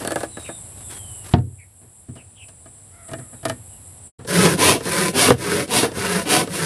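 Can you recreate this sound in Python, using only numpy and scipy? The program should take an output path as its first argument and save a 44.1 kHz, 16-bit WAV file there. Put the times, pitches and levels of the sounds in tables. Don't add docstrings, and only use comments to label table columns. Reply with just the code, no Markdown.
import sys
import numpy as np
from scipy import signal
from scipy.fft import rfft, irfft, next_fast_len
from scipy.io import wavfile
from scipy.ndimage import uniform_filter1d

SR = 44100
rng = np.random.default_rng(int(sys.argv[2]) if len(sys.argv) > 2 else 0)


def transcribe(u):
    v = np.clip(np.atleast_2d(u).T, -1, 1)
    q = np.round(v * 32767).astype(np.int16)
    wavfile.write(sys.argv[1], SR, q)


N = 293265
TIME = np.arange(N) / SR


def amp(db):
    return 10 ** (np.asarray(db) / 20)


def unit(x):
    return x / np.sqrt(np.mean(x ** 2) + 1e-20)


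def add(mix, start, sound):
    part = mix[max(round(start * SR), 0):][:len(sound)]
    part += sound[:len(part)]


def progress(length):
    return np.linspace(0, 1, round(length * SR))


def arch(u, crest):
    crest = np.clip(crest, .05, .95)
    return np.sin(np.pi * np.interp(u, [0, crest, 1], [0, .5, 1]))


def gate(start, stop, rise_s, fall_s):
    return np.clip(np.minimum((TIME - start) / rise_s, (stop - TIME) / fall_s), 0, 1)


def wander(size, hz):
    knots = rng.standard_normal(4096)
    return unit(np.interp(np.arange(size) * hz / SR, np.arange(len(knots)), knots))


def colour(x, points):
    hz, db = np.transpose(points)
    size = next_fast_len(len(x) + 1024)
    octave = np.log2(np.fft.rfftfreq(size, 1 / SR) + 1)
    beyond = abs(octave - np.clip(octave, np.log2(hz[0]), np.log2(hz[-1])))
    gain = amp(np.interp(octave, np.log2(hz), db) - 60 * beyond)
    return unit(irfft(rfft(x, size) * gain, size)[:len(x)])


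def resonate(x, hz, width):
    return signal.lfilter(*signal.iirpeak(hz, hz / width, fs=SR), x)


def echoes(x, t60, wet_db):
    t = TIME[:SR // 2]
    tail = rng.standard_normal(len(t)) * amp(-60 * t / t60) * (t > .004)
    tail /= np.linalg.norm(tail)
    return x + amp(wet_db) * signal.fftconvolve(x, tail)[:len(x)]


# a point of its spectrum, frequency in Hz, relative level in dB.
AIR_SPECTRUM = [(25, -20.5), (60, 0), (100, 0), (145, -6), (250, -11.5), (400, -16), (760, -15.5),
                (1300, -24.5), (2100, -27), (3200, -27), (6300, -32.5), (11000, -38), (13000, -51)]


def air():
    wash, rumble = rng.standard_normal((2, N))
    wash = colour(wash, AIR_SPECTRUM) * amp(0.41 * wander(N, 4.1))
    rumble = resonate(resonate(rumble, 95.7, 27), 95.7, 27)
    return amp(-43.0) * wash + amp(-42.5) * unit(rumble)


# fade begins, silent from, sound returns, length of the fade-in, all in seconds.
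SILENCE = (4.072, 4.12, 4.184, .008)
# centre in Hz, width in Hz, level in dB, mean chirps a second,
# chirp depth 0-1, start of its swell in seconds (below zero: already singing at the opening).
FAR_CHORUS = [(7865, 780, -41, 57, 0.08, -1), (8950, 700, -52, 17, 0.3, -3), (9380, 720, -42.5, 12, 0, -1),
              (9820, 2200, -47, 15, 0.1, -2.5), (10900, 520, -60, 7, .1, -10.5)]
# start in seconds, stop in seconds, level in dB.
NEAR_BOUTS = [(-1, .07, -44), (.3, 2.07, -45.5), (2.65, 4.0, -45), (4.1, 7, -53)]
SWELL_S, STOP_S = 0.54, 0.028
CHORUS_DROP_DB = -7


def far_insects():
    chorus = np.zeros(N)
    for hz, width, db, rate, depth, start in FAR_CHORUS:
        edges = [hz - width / 2, hz + width / 2]
        band = signal.butter(3, edges, "band", fs=SR, output="sos")
        turns = np.cumsum(rate * (1 + .2 * wander(N, 2.2))) / SR
        chirps = 1 + depth * np.sin(2 * np.pi * turns)
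        shrill = unit(chirps * signal.sosfilt(band, rng.standard_normal(N)))
        chorus += amp(db) * np.clip((TIME - start) / SWELL_S, 0, 1) * shrill
    return chorus * amp(CHORUS_DROP_DB * (TIME > SILENCE[1]) + 2.0 * wander(N, 15))


def near_insect():
    buzz = 1 + .6 * np.sin(2 * np.pi * 114 * TIME)
    tone = np.sin(2 * np.pi * np.cumsum(11180 + 70 * wander(N, 500)) / SR)
    bouts = sum(amp(db) * gate(start, stop, SWELL_S, STOP_S) for start, stop, db in NEAR_BOUTS)
    return bouts * unit(echoes(buzz * tone, t60=.15, wet_db=-11))


def call(hz, loudness, rough, partials_db):
    turns = np.cumsum(hz * (1 + rough * wander(len(hz), 900))) / SR
    partials = [amp(db) * np.sin(2 * np.pi * k * turns) for k, db in enumerate(partials_db, 1)]
    return loudness * unit(sum(partials))


# start in seconds, length in seconds, first Hz, last Hz, relative level in dB.
WHISTLE_CALLS = [(0, 0.15, 4720, 4420, -42.5), (0.263, .36, 4150, 3630, -44), (0.721, .6, 4100, 2790, -48),
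                 (3.334, 0.15, 3880, 3770, -55), (3.69, 0.1, 3050, 2840, -51.5)]
SETTLE, WHISTLE_CREST = 1.8, 0.53


def whistles(out):
    for start, length, first_hz, last_hz, db in WHISTLE_CALLS:
        u = progress(length)
        hz = first_hz + (last_hz - first_hz) * np.expm1(-SETTLE * u) / np.expm1(-SETTLE)
        add(out, start, call(hz, amp(db) * arch(u, WHISTLE_CREST), rough=0.022, partials_db=[0]))


# start in seconds, length in seconds, top Hz before the trill, relative level in dB,
# share of the length at which it is loudest.
CHIRP_CALLS = [(0.44, 0.063, 2720, -35.5, .4), (1.58, 0.075, 2420, -34, 0.34),
               (2.155, 0.076, 3000, -37.5, 0.69), (2.349, 0.1, 3150, -33.5, 0.93)]
CHIRP_TURN, CHIRP_FALL = .22, .26
TRILL_HZ, TRILL_DEPTH = 270, .07


def chirps(out):
    for start, length, top_hz, db, crest in CHIRP_CALLS:
        u = progress(length)
        trill = 1 + TRILL_DEPTH * np.sin(2 * np.pi * TRILL_HZ * length * u)
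        hz = top_hz * (1 - CHIRP_FALL * abs(u - CHIRP_TURN)) * trill
        add(out, start, call(hz, amp(db) * arch(u, crest), rough=0.05, partials_db=[0, -25]))


def rooster(out):
    start_s, length_s, crest = 2.9, .46, .22
    full_hz, level_db = 717, -43
    scoop, scoop_s, sag = .28, .02, 0.17
    u = progress(length_s)
    hz = full_hz * (1 - scoop * np.exp(-u * length_s / scoop_s) - sag * u)
    add(out, start_s, call(hz, amp(level_db) * arch(u, crest), rough=0.062, partials_db=[-3, 0, -3]))


def birds():
    calls = np.zeros(N)
    whistles(calls)
    chirps(calls)
    rooster(calls)
    return amp(-3.0) * echoes(calls * amp(1.6 * wander(N, 45)), t60=.22, wet_db=-9)


# start in seconds, length in seconds, level in dB.
DRAGS = [(-.02, 0.3, -40), (0.382, 0.13, -44.5), (0.768, 0.086, -48), (0.885, 0.12, -40.5),
         (1.234, 0.15, -42.5)]


def slide():
    grit = rng.standard_normal(N) * amp(3.0 * wander(N, 150))
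    drags = sum(amp(db) * gate(start, start + length, rise_s=0.014, fall_s=0.04)
                for start, length, db in DRAGS)
    return drags * colour(grit, [(250, 6.0), (700, -1.0), (1700, -2.5), (2400, -5.5), (4700, -8),
                                 (7000, -10), (12500, -11.5)])


def ring(modes, t):
    hz, db, t60 = np.transpose(modes)[:, :, None]
    detune, spot, side = rng.standard_normal((3, len(modes), 1))
    swing = np.sign(side) * np.sin(2 * np.pi * hz * (1 + 0.0092 * detune) * t)
    return (amp(db + spot - 60 * t / t60) * swing).sum(0) / np.linalg.norm(amp(db))


# frequency in Hz, relative level in dB, t60 in seconds.
FRAME_MODES = [(78.2, -15, 0.55), (92.1, -6.5, 0.6), (111.6, 1, 0.34), (127.3, 2.5, 0.34),
               (160, -3.5, 0.21), (242, 1, 0.17), (309.6, -5, 0.11), (376, -1.5, 0.069)]
# frequency in Hz, relative level in dB.
FRAME_SHUDDER = [(75, 5), (125, 2.5), (200, -6), (420, -9.5), (520, -21)]
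# frequency in Hz, relative level in dB.
CLATTER_SPECTRUM = [(30, -24), (200, 6), (600, 5.5), (1000, -1), (1800, -2.5), (2400, -13.5), (4500, -20.5),
                    (8000, -42)]
# frequency in Hz, relative level in dB.
CLICK_SPECTRUM = [(1000, -30), (2800, -2), (5000, -5), (7000, -8.5), (10000, 1.5), (13000, -10)]


def blows(rows, modes, ring_db, clatter_db, bright_hz, size):
    out, t = np.zeros(N), TIME[:size]
    softness = signal.butter(4, min(bright_hz, SR / 3), fs=SR, output="sos")
    clatter_tail, click_tail = amp(-19 - 60 * t / .2), amp(-19 - 60 * t / .1)
    for start, db, boom_db, click_db, contact in rows:
        grain, steel, shudder = rng.standard_normal((3, size))
        rise = 1 - np.exp(-2 * t / contact)
        clatter = colour(grain, CLATTER_SPECTRUM) * (np.exp(-t / (contact + 0.0078)) + clatter_tail)
        click = unit(signal.sosfilt(softness, colour(steel, CLICK_SPECTRUM)))
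        click *= np.exp(-t / contact) + click_tail
        boom = ring(FRAME_MODES, t) + colour(shudder, FRAME_SHUDDER) * amp(-8.5 - 60 * t / 0.29)
        body = amp(ring_db) * ring(modes, t) + amp(boom_db + 2.0) * boom + amp(clatter_db) * clatter
        add(out, start, amp(db) * (rise * body + amp(click_db - 6) * click))
    return out


# start in seconds, level in dB, relative boom of the frame in dB,
# relative click in dB, contact time in seconds.
RATTLE_BLOWS = [(.002, -20.5, -14, -10, 0.035), (.049, -20.5, -25, 5, .002), (.075, -19, -13, 10, 0.0014),
                (.107, -20, -29, 0, 0.0028), (.119, -20.5, -25, 5, .003), (.158, -14, -22.5, 0, 0.0019),
                (.205, -25, -27, 0, 0.0058), (.232, -19, -22, -2, 0.0034), (.370, -26, -11, -6, 0.0018),
                (.489, -24, -12.5, -20, 0.0029)]
# frequency in Hz, relative level in dB, t60 in seconds.
SAW_MODES = [(280, -8.5, 0.085), (322, 2, 0.16), (392, 0, 0.079), (485, 6.5, 0.059), (585, 6, 0.086),
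             (678, 0.5, 0.14), (791, -2, 0.12), (1196, -6.5, 0.12), (1314, -3, 0.042), (1530, 1, 0.064),
             (1684, 2, 0.081), (2720, -6.5, 0.042)]


def rattle():
    return blows(RATTLE_BLOWS, SAW_MODES, ring_db=4.0, clatter_db=-3.0, bright_hz=12000, size=SR // 6)


# start in seconds, level in dB, relative boom of the frame in dB,
# relative click in dB, contact time in seconds.
PLANK_KNOCKS = [(1.81, -33.5, 8, -13, 0.031), (2.085, -34, 18, -9, 0.0093), (2.154, -25.5, -14, -10, 0.022),
                (2.484, -35.5, -15, 5.5, 0.011), (2.658, -29.5, -12, -5, 0.0044),
                (3.084, -24.5, -9, -9, .012), (3.113, -23, 2, -6, 0.0091), (3.134, -16, -6.5, -2, 0.0024),
                (3.185, -26.5, 0, -8, 0.013), (3.328, -30.5, 1, -19, 0.015), (3.43, -24.5, -3, -9, 0.0087),
                (3.453, -8.5, -12, 1, 0.0041), (3.483, -22, -17, 0.5, 0.021),
                (3.497, -11.5, -9, 1.5, 0.0028)]
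# frequency in Hz, relative level in dB, t60 in seconds.
SHIFTED_MODES = [(126.3, -7.5, 0.078), (249, -2.5, 0.17), (321, -5.5, 0.19), (473, -11, 0.16),
                 (662, 5.5, 0.084), (646, -24.5, 0.1), (1230, -2.5, 0.053), (1660, -6, 0.069),
                 (1820, -13.5, 0.15), (2357, -14.5, .1), (2980, -7.5, 0.042), (3450, -18, 0.071)]


def plank_knocks():
    return blows(PLANK_KNOCKS, SHIFTED_MODES, ring_db=4.0, clatter_db=-5.0, bright_hz=10800, size=SR // 5)


# start in seconds, level in dB, relative boom of the frame in dB,
# relative click in dB, contact time in seconds.
THUMP_BLOWS = [(1.337, 4.5, 5.5, -5, 0.0039), (1.384, -15, 1.5, -8.5, 0.0026)]
# frequency in Hz, relative level in dB, t60 in seconds.
BOARD_MODES = [(403, -14.5, 0.097), (443, 4.5, 0.098), (632, -4.5, .09), (715, 3.5, 0.1),
               (836, -2.5, 0.069), (908, -4, 0.099), (1337, -17, 0.1)]


def thump():
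    return blows(THUMP_BLOWS, BOARD_MODES, ring_db=1.5, clatter_db=-6.5, bright_hz=4400, size=SR // 2)


# start in seconds, level in dB,
# relative boom of the frame in dB, relative click in dB, contact time in seconds.
SAW_JOLTS = [(4.19, -33.5, 6, -15, 0.019), (4.248, -32, -2, -1, 0.0058), (4.376, -20, 6, -16, 0.0088),
             (4.452, -7.5, -15, 0.5, 0.018), (4.806, -24, -4.5, 1, 0.0038), (4.855, -17.5, -14, -3, .012),
             (5.283, -11.5, -14, -9, 0.0012), (5.305, 0.5, -8.5, -2, 0.0014), (5.679, -33, -17, 10, .002),
             (5.826, -7, -12, -14.5, 0.014), (5.917, -26, -1, 3, 0.003), (5.972, -20.5, -0.5, -11, 0.0036),
             (6.474, -23, -4, 1, 0.0036)]
# frequency in Hz, relative level in dB, t60 in seconds.
JOLTED_MODES = [(271, 0, 0.084), (399, -2.5, 0.088), (460.5, 2, 0.1), (512, -4, 0.082), (873, -7, 0.031),
                (1130, -15, 0.051)]


def jolts():
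    return blows(SAW_JOLTS, JOLTED_MODES, ring_db=8.0, clatter_db=0.0, bright_hz=8000, size=SR // 7)


# power of speed in the rasp,
# in the shudder, in the hiss, growth of the shudder over the stroke in dB.
ARM_POWERS = [(1.7, 1, 1.2, 3.5), (2.26, 1, 2.65, 7.5)]
# frequency in Hz, width in Hz,
# relative level on the pull in dB, on the push in dB.
PLANK_RESONANCES = [(89, 29, -3.5, -4), (131.6, 32, -0.5, 0), (183.3, 22, 9.5, 2), (235, 54, -3, 0.5),
                    (307, 71, -1.5, 1.5), (422, 50, -1, 3), (484.4, 49, 0, -1), (567, 49, -3, -6),
                    (738, 63, -19, -6.5)]
# frequency in Hz, width in Hz, relative level in dB.
RASP_RINGS = [(1014, 65, -2), (1277, 45, -10), (1515, 97, -4), (1760, 26, -8), (2730, 150, -4),
              (2760, 19, -15), (3300, 8.8, -16)]
# frequency in Hz, relative level in dB.
PULL_COLOUR = [(620, 2.5), (800, -6.5), (980, 4), (1120, -1), (1600, 3), (2200, 1.5), (3400, -10),
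               (5000, -10.5), (6500, -19.5), (7500, -17.5)]
# frequency in Hz, relative level in dB.
PUSH_COLOUR = [(620, -10.5), (800, 2.5), (1000, 7.5), (1200, 1.5), (1700, 1.5), (2200, 2.5), (2800, 2.5),
               (3500, -3), (5200, -9.5), (7500, -16)]
# frequency in Hz, relative level in dB.
HISS_COLOUR = [(3240, -6.5), (5500, -6), (7240, -9.5), (9780, 1.5), (11500, -9), (12500, -10.5),
               (13200, -15.5)]
TURN_SPEED = .2


def stroke(row, push, tooth_hz):
    start, length, rasp_db, plank_db, hiss_db, lean_db, evenness = row
    rasp_power, plank_power, hiss_power, growth_db = ARM_POWERS[push]
    u = progress(length)
    t = u * length
    swing = np.tanh(evenness * np.sin(np.pi * u)) / np.tanh(evenness)
    speed = TURN_SPEED + (1 - TURN_SPEED) * swing
    pressure = amp(lean_db * (u - .5) + 1.0 * wander(len(t), 38.8))

    teeth = np.cumsum(tooth_hz * speed * (1 + .09 * wander(len(t), 200))) / SR
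    depth, fibres, splinters = rng.standard_normal((3, len(t)))
    strikes = np.diff(np.floor(teeth), prepend=0) > 0
    bites = unit(strikes * amp(4.0 * depth))
    tearing = (1.1 + np.exp(-(teeth % 1) / 0.45)) * amp(1.3 * wander(len(t), 178.9))
    force = echoes(bites + unit(fibres * tearing), t60=0.047, wet_db=-4.0)

    plank = np.zeros(len(t))
    for k, (hz, width, *level_db) in enumerate(PLANK_RESONANCES):
        plank += (-1) ** k * resonate(force, hz, width) * amp(level_db[push])
    plank = colour(plank, [(85, 0), (750, 0)])

    flexing = np.zeros(len(t))
    for hz in np.geomspace(600, 7500, num=24):
        flexing += resonate(force, hz, hz / 8) * amp(3.0 * wander(len(t), 34.4))
    rings = sum(amp(db) * resonate(flexing, hz, width) for hz, width, db in RASP_RINGS)
    rasp = colour(flexing + rings, PUSH_COLOUR if push else PULL_COLOUR)
    hiss = colour(unit(splinters * tearing) + .5 * force, HISS_COLOUR)

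    cut = amp(rasp_db) * speed ** rasp_power * rasp
    cut += amp(hiss_db) * speed ** hiss_power * hiss
    cut += amp(plank_db + growth_db * (u - .5)) * speed ** plank_power * plank
    fade = np.clip(np.minimum(t, length - t) / 0.0081, 0, 1) ** .5
    return start, fade * pressure * cut


# start in seconds, length in seconds, relative level in dB of
# to end in dB, evenness of the arm's speed.
SAW_STROKES = [(4.268, 0.3, -17, -12.3, -19.5, 0.5, .8), (4.555, 0.24, -14.5, -15.5, -14.5, -1, 0.56),
               (4.822, .3, -21.5, -21, -23, 3, 1.38), (5.126, .232, -16.5, -16.5, -15.5, -5.5, .85),
               (5.375, 0.29, -22, -18.5, -25, 1, 1.53), (5.672, .23, -18, -18, -16, -4, .6),
               (5.93, .32, -21.5, -20.5, -25, 3, 1.64), (6.24, 0.22, -16, -16.5, -16, -0.5, 0.61),
               (6.487, 0.33, -24.5, -20.5, -25, 0, 1.59)]


def saw():
    out = np.zeros(N)
    for k, row in enumerate(SAW_STROKES):
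        push = k % 2
        add(out, *stroke(row, push, tooth_hz=620 if push else 430))
    return amp(2.5) * echoes(out, t60=0.38, wet_db=-16.5)


def scene():
    garden = air() + far_insects() + near_insect() + birds()
    handling = slide() + rattle() + plank_knocks() + thump() + jolts()
    mid = garden + handling + saw()
    return np.array([mid, mid])


def pause():
    fade, silent, back, rise = SILENCE
    fade_out = np.clip((silent - TIME) / (silent - fade), 0, 1) ** 2
    return fade_out + np.clip((TIME - back) / rise, 0, 1) ** 2


def record(dry):
    threshold_db, recovery_s, attack_s = -4.5, 1.94, 0.0014
    volume_db, edge_hz = -2.5, 13150
    power_db = 10 * np.log10(abs(uniform_filter1d((dry ** 2).mean(0), size=600)) + 1e-12)
    release = np.exp(-TIME / recovery_s)
    held_db = np.maximum.accumulate(np.maximum(power_db - threshold_db, 0) / release) * release
    pole = np.exp(-1 / (attack_s * SR))
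    ducked = dry * amp(-signal.lfilter([1 - pole], [1, -pole], held_db))
    thinned = signal.sosfilt(signal.butter(1, 45, "high", fs=SR, output="sos"), ducked)
    out = np.clip(amp(volume_db) * thinned, -.95, .95) * pause()
    treble_limit = signal.firwin(401, edge_hz, window=("kaiser", 8), fs=SR)
    return signal.oaconvolve(out, treble_limit[None], "same")


dry = scene()
out = record(dry)
transcribe(out)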